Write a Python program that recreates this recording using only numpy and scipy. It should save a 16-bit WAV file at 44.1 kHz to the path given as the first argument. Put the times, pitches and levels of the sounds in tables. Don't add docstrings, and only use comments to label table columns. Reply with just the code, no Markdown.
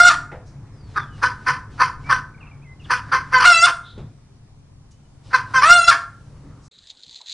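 import sys
import numpy as np
from scipy import signal
from scipy.io import wavfile
from scipy.ndimage import uniform_filter1d

SR = 44100
rng = np.random.default_rng(int(sys.argv[2]) if len(sys.argv) > 2 else 0)


def amp(db):
    return 10 ** (np.asarray(db, float) / 20)


def write(x):
    x = np.atleast_2d(x).T
    wavfile.write(sys.argv[1], SR, np.round(np.clip(x, -1, 1) * 32767).astype(np.int16))


N = 323253


def evened(x):
    return x / np.sqrt(np.mean(x ** 2) + 1e-20)


def read(points, hz):
    f, value = np.transpose(points)
    return np.interp(np.log(hz + 1), np.log(f + 1), value)


def along(rows):
    return np.interp(np.arange(N) / SR, *np.transpose(rows))


def add(mix, s, sound):
    part = mix[round(s * SR):][:len(sound)]
    part += sound[:len(part)]


def resonate(x, hz, width):
    r = np.exp(-np.pi * width / SR)
    return 2 * signal.lfilter([1 - r], [1, -r * np.exp(2j * np.pi * hz / SR)], x).real


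def body(x, modes):
    out = 0
    for k, (hz, width, db) in enumerate(modes):
        out = out + (-1) ** k * amp(db) * resonate(resonate(x, hz, width), hz, width)
    return out


def wander(count, hz):
    settle = 4000
    grit = rng.standard_normal(count + settle)
    return evened(signal.lfilter(*signal.butter(2, hz, fs=SR), grit)[settle:])


def noise(spectrum, patchy_db):
    frames, hz = N // 256 + 5, np.fft.rfftfreq(1024, 1 / SR)
    a, b, patches = rng.standard_normal((frames, 513, 3)).T
    patches = evened(uniform_filter1d(uniform_filter1d(patches, 10, 0), 12, 1))
    z = (a + 1j * b) * amp(read(spectrum, hz)[:, None] + patchy_db * patches)
    return evened(signal.istft(z, nperseg=1024, noverlap=768)[1][:N])


def bursts(table, rise_share):
    out, t = np.zeros(N), np.arange(SR // 2) / SR
    for s, db, hz, width, t60 in table:
        rise = rise_share * t60
        grit = rng.standard_normal(len(t))
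        grit = evened(resonate(resonate(grit, hz, width), hz, width))
        decay = amp(db - 60 * np.maximum(t - rise, 0) / t60)
        add(out, s, decay * np.minimum(t / rise, 1) * grit)
    return out


# (time [s], level [dB])
DRONE_LEVEL = [(0.0, -40), (0.15, -40.5), (2.15, -39), (2.56, -43), (3.43, -39.5), (3.49, -47.5),
               (3.91, -46), (4.01, -35), (4.17, -47.5), (5.12, -48.5), (5.6, -40), (5.97, -50.5),
               (6.45, -40), (6.66, -45)]
ORDER_LEVELS = [-12.5, -9.5, 0.5, 0.5, -27.5, -14, -16, -11.5]
# (frequency [Hz], density [dB per Hz])
RUMBLE_SPECTRUM = [(12, -44), (20, -6), (70, 0.5), (139, -9.5), (271, -25.5), (352, -20), (659, -26.5),
                   (1030, -25.5), (2500, -37.5), (3250, -72.5), (5500, -120)]


def engine():
    firing_hz, blur_hz, rumble_db = 35.1, 12.0, -3.5
    orders = 0
    for k, db in enumerate(ORDER_LEVELS):
        partial = resonate(rng.standard_normal(N), (k + 1) * firing_hz, blur_hz)
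        orders = orders + amp(db) * evened(partial)
    orders = signal.sosfilt(signal.butter(2, 320, fs=SR, output="sos"), orders)
    rumble = amp(rumble_db) * noise(RUMBLE_SPECTRUM, 1.7)
    return amp(along(DRONE_LEVEL)) * evened(evened(orders) + rumble)


# (frequency [Hz], density [dB per Hz])
WIND_SPECTRUM = [(15, -4), (40, -0.5), (120, -5.5), (300, -21.5), (1000, -43)]


def wind():
    return amp(-55.5) * noise(WIND_SPECTRUM, 2.3) * np.array([[1], [0]])


# (frequency [Hz], density [dB per Hz])
AIR_SPECTRUM = [(180, -28.5), (300, -11.5), (928, -14.5), (1660, -26.5), (3000, -22), (3280, -23.5),
                (5690, -22), (6500, -24.5), (10500, -29.5), (13600, -57), (22000, -120)]
# (time [s], level [dB])
AIR_SWELL_LEVEL = [(0, 2), (.9, 6), (2.5, 3), (3.9, 4), (4.8, 1), (5.3, 5.5), (6.1, 8), (6.68, 5.5)]


def open_air(opening):
    air_db = -70
    air = amp(air_db + along(AIR_SWELL_LEVEL)) * noise(AIR_SPECTRUM, 1.3)
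    bright = amp(12.0) * opening * resonate(air, 3400, 3300)
    side = amp(air_db + 5.5) * noise(AIR_SPECTRUM, 1.5)
    return air + bright + side * np.array([[1], [-1]])


# (time [s], level [dB], centre [Hz], width [Hz], t60 [s])
FOOT_KNOCKS = [
    (.314, -36, 510, 598, 0.31),
    (.314, -42.5, 1790, 836, 0.22),
    (3.974, -34.5, 218.8, 509.4, 0.24),
    (3.975, -53, 2500, 2850, .2),
    (4.908, -57.5, 6050, 3500, .15),
    (5.035, -71, 5000, 2470, .03),
]
# (time [s], level [dB], centre [Hz], width [Hz], t60 [s])
CLAW_SCRATCHES = [
    (.45, -59, 5500, 2500, .35),
    (2.36, -52.5, 1010, 860, 1.1),
    (3.83, -47, 3600, 700, 0.48),
    (3.89, -53, 3880, 700, .27),
    (6.419, -51, 278.7, 193.4, 0.55),
    (6.42, -59.5, 1200, 498, 1.4),
    (6.61, -58.5, 6000, 3080, .62),
]
KNOCK_RISE, SCRATCH_RISE = 0.024, 0.072


def feet():
    return bursts(FOOT_KNOCKS, KNOCK_RISE) + bursts(CLAW_SCRATCHES, SCRATCH_RISE)


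# (frequency [Hz], t60 [s])
YARD_DECAY = [(400, 0.47), (750, 0.46), (1060, 0.37), (1500, 0.43), (2790, 0.25), (7350, 0.32)]


def yard(x):
    echo_db, width_db = -11.5, -22
    taps = np.zeros((2, SR // 2))
    slots = np.arange(300, SR // 2 - 20, 20)
    at = slots + rng.integers(0, 20, (2, len(slots)))
    np.put_along_axis(taps, at, rng.choice([-1., 1.], at.shape), 1)
    hz, t, z = signal.stft(taps, SR, nperseg=256)
    decay = amp(-60 * t / read(YARD_DECAY, hz)[:, None])
    tail = signal.istft(z * decay, SR, nperseg=256)[1]
    stirred = x * (1 + .4 * wander(N, 60))
    mid, side = signal.fftconvolve(stirred[None], tail / np.linalg.norm(tail[0]), axes=1)[:, :N]
    return amp(echo_db) * (mid + amp(width_db) * side * np.array([[1], [-1]]))


# (start [s], end [s], first frequency [Hz], last frequency [Hz], level [dB])
BIRD_NOTES = [(0.693, 0.95, 5500, 3910, -65.5), (0.937, 1.071, 3950, 3250, -47),
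              (1.056, 1.214, 3190, 2700, -57), (2.032, 2.12, 2240, 2400, -43),
              (2.608, 2.653, 2220, 2750, -57.5), (2.639, 2.686, 2260, 1980, -50.5),
              (2.67, 2.75, 2060, 2047, -51.5), (2.791, 2.832, 3040, 2400, -51.5),
              (2.839, 2.866, 3960, 2400, -46), (4.896, 5.015, 2820, 3230, -70),
              (4.998, 5.083, 3250, 2830, -72.5)]
# (start [s], first frequency [Hz], level [dB])
BIRD_CHIPS = [
    (2.342, 2456, -49.5),
    (2.375, 2400, -50),
    (2.403, 2910, -46),
    (2.423, 2645, -46),
    (2.45, 2520, -54),
    (2.466, 2850, -44),
    (2.488, 2290, -57),
    (2.508, 2550, -47.5),
    (2.529, 2440, -55),
]


def songbirds():
    blur, echo_db, chip_s, chip_fall, trees_t60 = 0.0056, -4.5, .019, .85, .15
    chips = [(s, s + chip_s, hz, hz * chip_fall, db) for s, hz, db in BIRD_CHIPS]
    out = np.zeros(N)
    for start, end, first_hz, last_hz, db in list(BIRD_NOTES) + chips:
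        count = round((end - start) * SR)
        hz = np.linspace(first_hz, last_hz, count) * (1 + blur * wander(count, 60))
        whistle = np.sin(2 * np.pi * np.cumsum(hz) / SR) * signal.windows.tukey(count, .7)
        add(out, start, amp(db + 2.2 * wander(count, 50)) * whistle)
    trees = rng.standard_normal(6000) * amp(-60 * np.arange(6000) / SR / trees_t60)
    return out + amp(echo_db) * signal.oaconvolve(out, trees / np.linalg.norm(trees))[:N]


# (frequency [Hz], width [Hz], level [dB])
SHUT_THROAT = [
    [(336, 120, -15), (510, 150, -34), (953, 220, -3), (1200, 240, -0.5), (1463, 280, 1.5),
     (1540, 890, -13), (1752, 100, 0.5), (2050, 310, -23.5)],
    [(2480, 680, 2), (3080, 470, -1)],
    [(4690, 1300, -1), (6020, 770, -7), (6850, 640, -15), (9400, 850, -11.5)],
]
# (frequency [Hz], width [Hz], level [dB])
OPEN_THROAT = [
    [(724.5, 440, -16.5), (1385, 350, 1)],
    [(2090, 400, -10.5), (2750, 350, 0.5)],
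    [(3530, 570, -1), (4250, 1400, -2), (5660, 790, -4.5), (6850, 1400, -8.5), (8880, 1400, -12.5)],
]
# (frequency [Hz], width [Hz])
BEAK_HOLLOWS = [(3850, 300), (6750, 700)]


def call(rows):
    jitter, shimmer_db, flicker_db, breath, hiss = .15, 5., 2.2, 1.3, 1.9
    s, *controls = np.transpose(sorted(rows))
    t = np.arange(s[0], s[-1], 1 / SR)
    effort_db, hz, rough, shrill = (np.interp(t, s, c) for c in controls)
    ring_db, treble_db = -31.5 + 35 * shrill, -25. + 21 * shrill
    beak = np.clip((hz - 580) / 100, 0, 1)
    treble_db = treble_db + beak * (7.5 + 31.5 * (t - t[-1]))
    halves = .4 * rough * (1 - beak)
    rough = np.clip(rough, 0, 1)
    turns = np.cumsum(hz * (1 + jitter * rough ** 2 * wander(len(t), 120))) / SR
    pulses = 0
    for k in range(1, 17):
        flicker = amp(flicker_db * np.sqrt(k) * wander(len(t), 24))
        pulses = pulses + flicker * np.cos(2 * np.pi * k * turns)
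    shimmer = amp(shimmer_db * rough * np.tanh(wander(len(t), 230)))
    pulses = evened(pulses) * shimmer * (1 + 2 * halves * np.cos(np.pi * turns))
    puffs = evened((.7 + np.exp(-(turns % 1) / .3)) * rng.standard_normal(len(t)))
    out = 0
    group_db, group_air = (0, ring_db, treble_db), (breath * rough, hiss, 2 * hiss)
    for shut, wide, db, air in zip(SHUT_THROAT, OPEN_THROAT, group_db, group_air):
        drive = pulses + air * np.maximum(rough - .07, 0) * puffs
        closed = body(drive, shut)
        closed = closed - sum(.95 * resonate(closed, f, width) for f, width in BEAK_HOLLOWS)
        part = (1 - beak) * closed + beak * body(drive, wide)
        power = abs(uniform_filter1d(part ** 2, size=1100, mode="reflect"))
        out = out + amp(db) * part / np.sqrt(power + 1e-9)
    fade_s = .012
    fade_in = t - t[0] + fade_s * (t[0] < .01)
    edge = np.minimum(np.minimum(fade_in, t[-1] - t) / fade_s, 1)
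    throb_db = 4 * np.sqrt(rough) * np.tanh(wander(len(t), 60))
    return s[0], amp(effort_db + throb_db) * out * edge


def cluck(start, length, peak_db, hz, shrill, hoarse=1):
    sharp, rise_s, fall_db, end_rough = 1.06, .022, -12.5, .45
    end_shrill = shrill + 0.12
    settle_s = max(length - .024, rise_s + .004)
    return [(start, peak_db - 15.5, hz * sharp, .75, shrill - 0.065),
            (start + rise_s, peak_db, hz * np.sqrt(sharp), hoarse * .58, shrill),
            (start + settle_s, peak_db - 2, hz, hoarse * end_rough, shrill + 0.06),
            (start + length - .006, peak_db + fall_db, hz, end_rough, end_shrill),
            (start + length + .05, peak_db + fall_db - 15.5, hz, .8, end_shrill + 0.034)]


def squawk(rows, close_hz):
    break_s, close_s, close_db = .012, .07, -15
    s, db, _, _, shrill = rows[-1]
    return list(rows) + [(s + break_s, db + close_db * break_s / close_s, close_hz, .45, shrill),
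                         (s + close_s, db + close_db, close_hz, .75, shrill - 0.14)]


# (start [s], length [s], peak effort [dB], settled pitch [Hz], shrillness [0-1])
PLAIN_CLUCKS = [
    (0.954, 0.043, -14.5, 392.3, .0),
    (1.216, 0.066, -12, 505.8, 0.28),
    (1.46, 0.071, -12.5, 504, .36),
    (1.788, 0.074, -11, 506.4, .32),
    (2.087, .074, -11.5, 504.7, .3),
    (2.893, .067, -12, 499, .4),
    (3.112, .072, -12.5, 509.5, .3),
]
# (start [s], length [s], peak effort [dB], settled pitch [Hz], shrillness [0-1])
TENSE_CLUCKS = [
    (3.32, .084, -9, 503, 0.35),
    (5.326, .048, -7, 508, .33),
    (5.533, .09, -11.5, 510, .35),
]
# (time [s], effort [dB], pitch [Hz], roughness [0-1], shrillness [0-1])
FIRST_SQUAWK = [
    (0, -1, 694, 0.23, 0.19),
    (.026, -6.5, 703.7, 0.16, 0.15),
    (.062, -7, 716.7, .22, 0.4),
    (.088, -10.5, 700, 0.39, 0.53),
]
SECOND_SQUAWK = [
    (3.392, -18.5, 509.2, 0.56, 0.55),
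    (3.441, -14, 519, 0.75, .6),
    (3.457, -8, 717, .4, .62),
    (3.521, -6.5, 692.3, 0.19, .4),
    (3.533, -17.5, 667.4, 0.081, 1),
    (3.615, -20.5, 670.7, .05, 0.89),
    (3.636, -4.5, 694.8, .15, 0.36),
    (3.657, -12.5, 720, .3, .62),
]
THIRD_SQUAWK = [
    (5.61, -18.5, 514.3, .5, 0.36),
    (5.635, -10.5, 588.8, .35, 0.47),
    (5.69, -11.5, 681.6, .4, .55),
    (5.715, -2, 709, .22, 0.45),
    (5.773, -10, 699.2, .05, 0.52),
    (5.793, -17, 682, .05, .6),
    (5.872, -26, 675.2, .06, .9),
    (5.884, -3, 701, .2, .42),
    (5.902, -11.5, 687.6, .48, .5),
]
BREAK_PITCHES = [615, 545, 555]


def hen():
    tense_rough = .42
    calls = [cluck(*row) for row in PLAIN_CLUCKS]
    calls += [cluck(*row, tense_rough) for row in TENSE_CLUCKS]
    calls += map(squawk, (FIRST_SQUAWK, SECOND_SQUAWK, THIRD_SQUAWK), BREAK_PITCHES)
    out = np.zeros(N)
    for rows in calls:
        add(out, *call(rows))
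    return out


def background_opening(voice):
    power = uniform_filter1d(uniform_filter1d(voice ** 2, size=5000), size=5000)
    return np.tanh(np.sqrt(abs(power)) / 0.093)


# (frequency [Hz], density [dB per Hz])
HUSH_SPECTRUM = [(15, -41.5), (25, -14), (684, -15.5), (1250, -22), (1880, -17.5), (2420, -25.5),
                 (3910, -7.5), (5290, -35), (7340, -21), (10500, -40), (13600, -80), (22000, -120)]


def litter_hush():
    return amp(-58.5) * noise(HUSH_SPECTRUM, 4.5)


# (time [s], level [dB])
BUSTLE_LEVEL = [
    (6.711, -62),
    (6.815, -55),
    (6.865, -54.5),
    (6.907, -40),
    (6.935, -58.5),
    (7.165, -43.5),
    (7.255, -57.5),
    (7.265, -41),
    (7.33, -33),
]
# (frequency [Hz], width [Hz], level [dB])
LEAF_MODES = [(2400, 1200, -15), (3500, 900, -1), (4050, 900, 3), (5000, 800, -13), (6350, 1400, -8.5),
              (7560, 630, -12.5)]


def crackle():
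    per_s, spread_db = 3000., 4.0
    sizes = amp(spread_db * np.minimum(rng.exponential(1, N), 5))
    clicks = sizes * (rng.random(N) < per_s / SR) * rng.choice([-1, 1], N)
    return amp(along(BUSTLE_LEVEL) - 1.0) * evened(body(clicks, LEAF_MODES))


# (time [s], peak level [dB], frequency [Hz])
LEAF_SNAPS = [(6.7568, -41, 3740), (6.7872, -32.5, 3870), (6.8137, -46, 3840), (6.8551, -41, 4110),
              (6.8711, -33.5, 3770), (6.903, -35, 4130), (6.901, -26, 3860), (6.9713, -39, 4250),
              (6.9943, -42.5, 4057), (7.034, -27.5, 4250), (7.0397, -36, 3980), (7.0826, -38, 3960),
              (7.0945, -28, 3990), (7.1102, -31, 3920), (7.1374, -38, 3640), (7.1604, -22, 4100),
              (7.2128, -31, 3900), (7.2607, -30, 4060), (7.2716, -41, 4000), (7.2969, -21.5, 4050),
              (7.3051, -21, 4100)]


def snaps():
    out, t = np.zeros(N), np.arange(2000) / SR
    for s, db, hz in LEAF_SNAPS:
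        burst = rng.standard_normal(len(t)) * amp(-60 * t / 0.02)
        ring = resonate(resonate(burst, hz, 900.), hz, 900.) + .5 * body(burst, LEAF_MODES)
        add(out, s, amp(db - 3.0) * ring / abs(ring).max())
    return out


# (time [s], level [dB], centre [Hz], width [Hz], t60 [s])
LITTER_BUMPS = [
    (6.8, -62, 59.8, 149.4, .57),
    (6.9, -68, 79, 194, 0.26),
    (7.06, -57.5, 89, 251, 0.323),
    (7.2, -54, 874, 500, .16),
]


def litter_bumps():
    return bursts(LITTER_BUMPS, 2 * KNOCK_RISE)


def scene():
    yard_end_s, litter_start_s = 6.683, 6.711
    voice = hen()
    opening = background_opening(voice)
    near = voice + feet() + songbirds()
    drone = amp(3. * opening) * engine() * amp(np.array([[.4], [-.4]]))
    outdoors = near + yard(near) + drone + wind() + open_air(opening)
    leaves = litter_hush() + crackle() + snaps() + litter_bumps()
    t = np.arange(N) / SR
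    yard_gate = np.clip((yard_end_s - t) / .003, 0, 1)
    litter_gate = np.clip((t - litter_start_s) / 0.0032, 0, 1)
    return outdoors * yard_gate + leaves * litter_gate


def top_cut(x):
    return signal.sosfilt(signal.butter(12, 10610, fs=SR, output="sos"), x)


def record(dry):
    smear_db, edge_hz, top_hz = -17, 10800, 15800
    z = signal.stft(dry.mean(0), nperseg=4096)[2]
    spread = uniform_filter1d(abs(z), size=80, axis=0)
    random_phase = np.exp(2j * np.pi * rng.random(z.shape))
    smear = signal.istft(spread * random_phase, nperseg=4096)[1][:N]
    smeared = dry + amp(smear_db) * smear * (dry != 0)
    edge = signal.firwin(301, edge_hz, window=("kaiser", 9), fs=SR)
    top = signal.firwin(301, top_hz, window=("kaiser", 9), fs=SR)
    clipped = np.clip(signal.oaconvolve(smeared, edge[None], "same"), -1, 1)
    mix = np.clip(signal.oaconvolve(clipped, top[None], "same"), -1, 1)
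    return top_cut(mix)


dry = scene()
out = record(dry)
write(out)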